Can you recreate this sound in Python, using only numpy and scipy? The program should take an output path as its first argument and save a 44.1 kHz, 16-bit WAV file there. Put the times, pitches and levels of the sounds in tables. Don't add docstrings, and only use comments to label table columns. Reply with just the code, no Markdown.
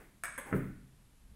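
import sys
import numpy as np
from scipy import signal
from scipy.fft import rfft, irfft
from scipy.io import wavfile

SR = 44100
rng = np.random.default_rng(int(sys.argv[2]) if len(sys.argv) > 2 else 0)


def materialize(psi):
    bounded = np.clip(np.atleast_2d(psi).T, -1, 1)
    quanta = np.round(bounded * 32767).astype(np.int16)
    wavfile.write(sys.argv[1], SR, quanta)


N = 59535
T = np.arange(N) / SR


def from_db(db):
    return 10 ** (np.asarray(db) / 20)


def fade(points):
    return from_db(np.interp(T, *np.transpose(points)))


def cut(x, hz, kind, order=2):
    return signal.sosfilt(signal.butter(order, hz, kind, fs=SR, output="sos"), x + 1e-18)


def noise(spectrum):
    points_hz, points_db = np.transpose(spectrum)
    hz = np.arange(N // 2 + 1) * SR / N
    colour_db = np.interp(np.log(np.maximum(hz, 1)), np.log(points_hz), points_db)
    x = irfft(rfft(rng.standard_normal(N)) * from_db(colour_db), N)
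    return x / x.std()


def decay(start_s, level_db, t60_s):
    return (T > start_s) * from_db(level_db - 60 * np.abs(T - start_s) / t60_s)


def ring(start_s, modes, contact_s=0.00063):
    age = np.maximum(T - start_s, 0)
    ringing = sum(from_db(db - 60 * age / t60) * np.sin(2 * np.pi * hz * age) for hz, db, t60 in modes)
    return (1 - np.exp(-age / contact_s)) * ringing


def with_echoes(x, echoes):
    return x + sum(from_db(db) * np.pad(x, (int(delay_s * SR), 0))[:N] for delay_s, db in echoes)


def room(x, early_db, tail_db, build_s=0.0055, early_t60_s=0.073):
    # centre_hz, t60_s
    bands = [(60, 0.21), (150, .62), (400, 0.45), (900, .48), (1700, 0.56), (4000, 0.74), (8300, 0.56),
             (14000, 0.15)]
    centres, t60s = np.transpose(bands)
    hz = np.arange(N // 2 + 1) * SR / N
    white = np.exp(2j * np.pi * rng.random(N // 2 + 1))
    tail = 0
    for share, t60 in zip(np.eye(len(t60s)), t60s):
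        band = irfft(white * np.interp(hz, centres, share), N)
        tail += band * from_db(-60 * T / t60)
    build = 1 - np.exp(-T / build_s)
    tail *= build
    early = rng.standard_normal(N) * from_db(-60 * T / early_t60_s) * build
    response = from_db(tail_db) * tail / np.linalg.norm(tail)
    response += from_db(early_db) * early / np.linalg.norm(early)
    return signal.fftconvolve(x, response)[:N]


def room_tone(hiss_db=-71.5):
    # freq_hz, level_db
    rumble = [(25, -25), (55, -9.5), (85, -3.5), (125, 0), (240, -5.5), (340, -16), (600, -25.5),
              (1500, -33), (4000, -48)]
    bass = [(15, -5.5), (28, 5), (55, -0.5), (75, -9.5), (120, -55), (400, -78)]
    hiss = [(1000, 4), (3000, 0.5), (5500, -3.5), (8000, -1.5), (10000, 0), (12500, -1), (13200, -30),
            (16000, -37)]
    # time_s, level_db
    rumble_level = [(0, -68.5), (.15, -66.5), (.6, -67), (1.05, -66.5), (1.2, -70), (1.35, -61.5)]
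    bass_level = [(.02, -55.5), (.12, -71), (.45, -60.5), (.7, -57.5), (.78, -50.5), (.92, -61.5),
                  (1.08, -66.5), (1.16, -59.5), (1.35, -55.5)]
    lows = noise(rumble) * fade(rumble_level) + noise(bass) * fade(bass_level)
    return lows + from_db(hiss_db) * noise(hiss)


def shoe_shuffles(rise_s=0.002, t60_s=0.47):
    # start_s, hold_s, level_db
    shuffles = [(0, 0.01, -56.5), (0.458, 0.035, -52), (1.356, .04, -72)]
    # freq_hz, level_db
    friction = [(40, -11), (130, 3), (300, 9.5), (700, 1), (1100, -2.5), (2100, 1.5), (4000, -27),
                (9500, -16), (15000, -17.5)]
    envelope = 0
    for start_s, hold_s, level_db in shuffles:
        rise = np.clip((T - start_s) / rise_s, 0, 1)
        envelope += rise * from_db(level_db - 60 * np.maximum(T - start_s - hold_s, 0) / t60_s)
    return noise(friction) * envelope


def ball_shell(start_s, surface, t60_s=0.005):
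    # pitch_hz, on_paddle_db, on_table_db
    modes = [(6700, -9, -21), (8350, 3.5, -2.5), (10030, -4, -2), (10790, -1, -5), (12170, -12, -8),
             (14000, -18, -15)]
    # freq_hz, level_db
    crackle = [(4000, -21), (7000, -4), (8500, -5.5), (11500, 0), (13500, -8), (16000, -6)]
    column = {"paddle": 1, "table": 2}[surface]
    ringing = ring(start_s, [(row[0], row[column], t60_s) for row in modes])
    return ringing + noise(crackle) * decay(start_s, level_db=-19, t60_s=0.008)


def paddle_hit(start_s=0.2364, blade_db=-24.5, shell_db=-23):
    # pitch_hz, level_db, t60_s
    blade = [(734, -14.5, 0.016), (1383, 1, 0.0075), (1645, 4, 0.0084), (2230, -8, 0.02)]
    # delay_s, level_db
    echoes = [(.0028, -9), (.0075, -9), (.010, -8), (.018, -7), (.0235, -11), (.0505, -16)]
    pock = from_db(blade_db) * cut(ring(start_s, blade), 3770, "low")
    tick = from_db(shell_db) * cut(ball_shell(start_s, "paddle"), 4030, "high")
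    snap = rng.standard_normal(N) * decay(start_s, level_db=-42, t60_s=0.029)
    reverb = room(pock, early_db=-5.5, tail_db=2.5) + room(tick + snap, early_db=-8, tail_db=-0.5)
    return with_echoes(pock + tick + snap, echoes) + reverb


def table_bounce(start_s=0.3787, top_db=-32, shell_db=-27):
    # pitch_hz, level_db, t60_s
    top = [(267, -19.5, 0.04), (564, -6.5, 0.015), (1134, 1.5, 0.0068), (1590, 7.5, 0.0058),
           (1976, -10.5, 0.016), (3270, -12, 0.0077)]
    # delay_s, level_db
    echoes = [(.003, -4), (.0062, 0), (.0098, -5), (.0118, -8), (.019, -8)]
    knock = from_db(top_db) * cut(ring(start_s, top), 3400, "low")
    tick = from_db(shell_db) * cut(ball_shell(start_s, "table"), 6200, "high")
    reverb = room(knock, early_db=3.5, tail_db=6.5) + room(tick, early_db=0.5, tail_db=3)
    return with_echoes(knock + tick, echoes) + reverb


def shoe_scuff():
    # start_s, level_db
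    catches = [(.4665, -46.5), (.4765, -45), (.484, -45)]
    # pitch_hz, level_db, t60_s
    sole = [(260, -10, 0.022), (450, -4, 0.013), (586, -2, 0.012), (796, 0, 0.032), (1710, -13, 0.007)]
    scuff = sum(from_db(level_db) * ring(start_s, sole) for start_s, level_db in catches)
    return scuff + room(scuff, early_db=-17, tail_db=0.5)


def footfall(push_s=0.00302, boom_build_s=0.012, clack_lag_s=0.002075):
    # start_s, push_db, boom_db, clack_db
    contacts = [(0.511, -37.5, -40.5, -42), (0.5255, -19, -29.5, -24.5), (0.5461, -16.5, -31, -46),
                (0.5827, -24.5, -42, -68)]
    # pitch_hz, level_db, t60_s
    floor_modes = [(29, -10.5, 0.74), (87.8, -18.5, 0.71), (130.7, -2, 0.7), (166.4, -3, .4),
                   (186, -6.5, 0.5), (262.1, -4, 0.433), (412.6, -6.5, 0.59), (521, -15, 0.26),
                   (566, -15, 0.18)]
    clack_modes = [(604, -3.5, 0.02), (1123, -3.5, 0.0079), (1416, 7.5, 0.0072), (1738, -0.5, 0.0091),
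                   (2000, -7, 0.0081)]
    push = boom = clack = 0
    for start_s, push_db, boom_db, clack_db in contacts:
        age = T - start_s
        push += from_db(push_db) * np.sin(np.pi * np.clip(age / push_s, 0, 1)) ** 2
        build = 1 - np.exp(-np.abs(age) / boom_build_s)
        boom += from_db(boom_db) * ring(start_s, floor_modes) * build
        clack += from_db(clack_db) * ring(start_s + clack_lag_s, clack_modes)
    thump = cut(cut(push, 114, "high", order=3), 505, "low")
    clack = cut(clack, 2750, "low", order=4)
    reverb = room(thump, early_db=-6, tail_db=-2) + room(clack, early_db=-2, tail_db=-0.5)
    return boom + thump + clack + reverb


def clothes_swish():
    # freq_hz, level_db
    cloth = [(3000, -8.5), (5500, -22.5), (8000, -10), (10000, -4), (12000, -13), (14000, -3.5),
             (16000, -6.5)]
    # time_s, level_db
    swell = [(.5, -87), (.56, -54), (.6, -63), (.68, -69), (.8, -89), (1.35, -104)]
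    return noise(cloth) * fade(swell)


def scene():
    ball = paddle_hit() + table_bounce()
    player = shoe_scuff() + footfall() + shoe_shuffles() + clothes_swish()
    return (ball + player + room_tone())[None]


def record(dry):
    cutoff_hz = 15700
    return signal.sosfilt(signal.ellip(10, 0.1, 80, cutoff_hz, fs=SR, output="sos"), dry)


dry = scene()
out = record(dry)
materialize(out)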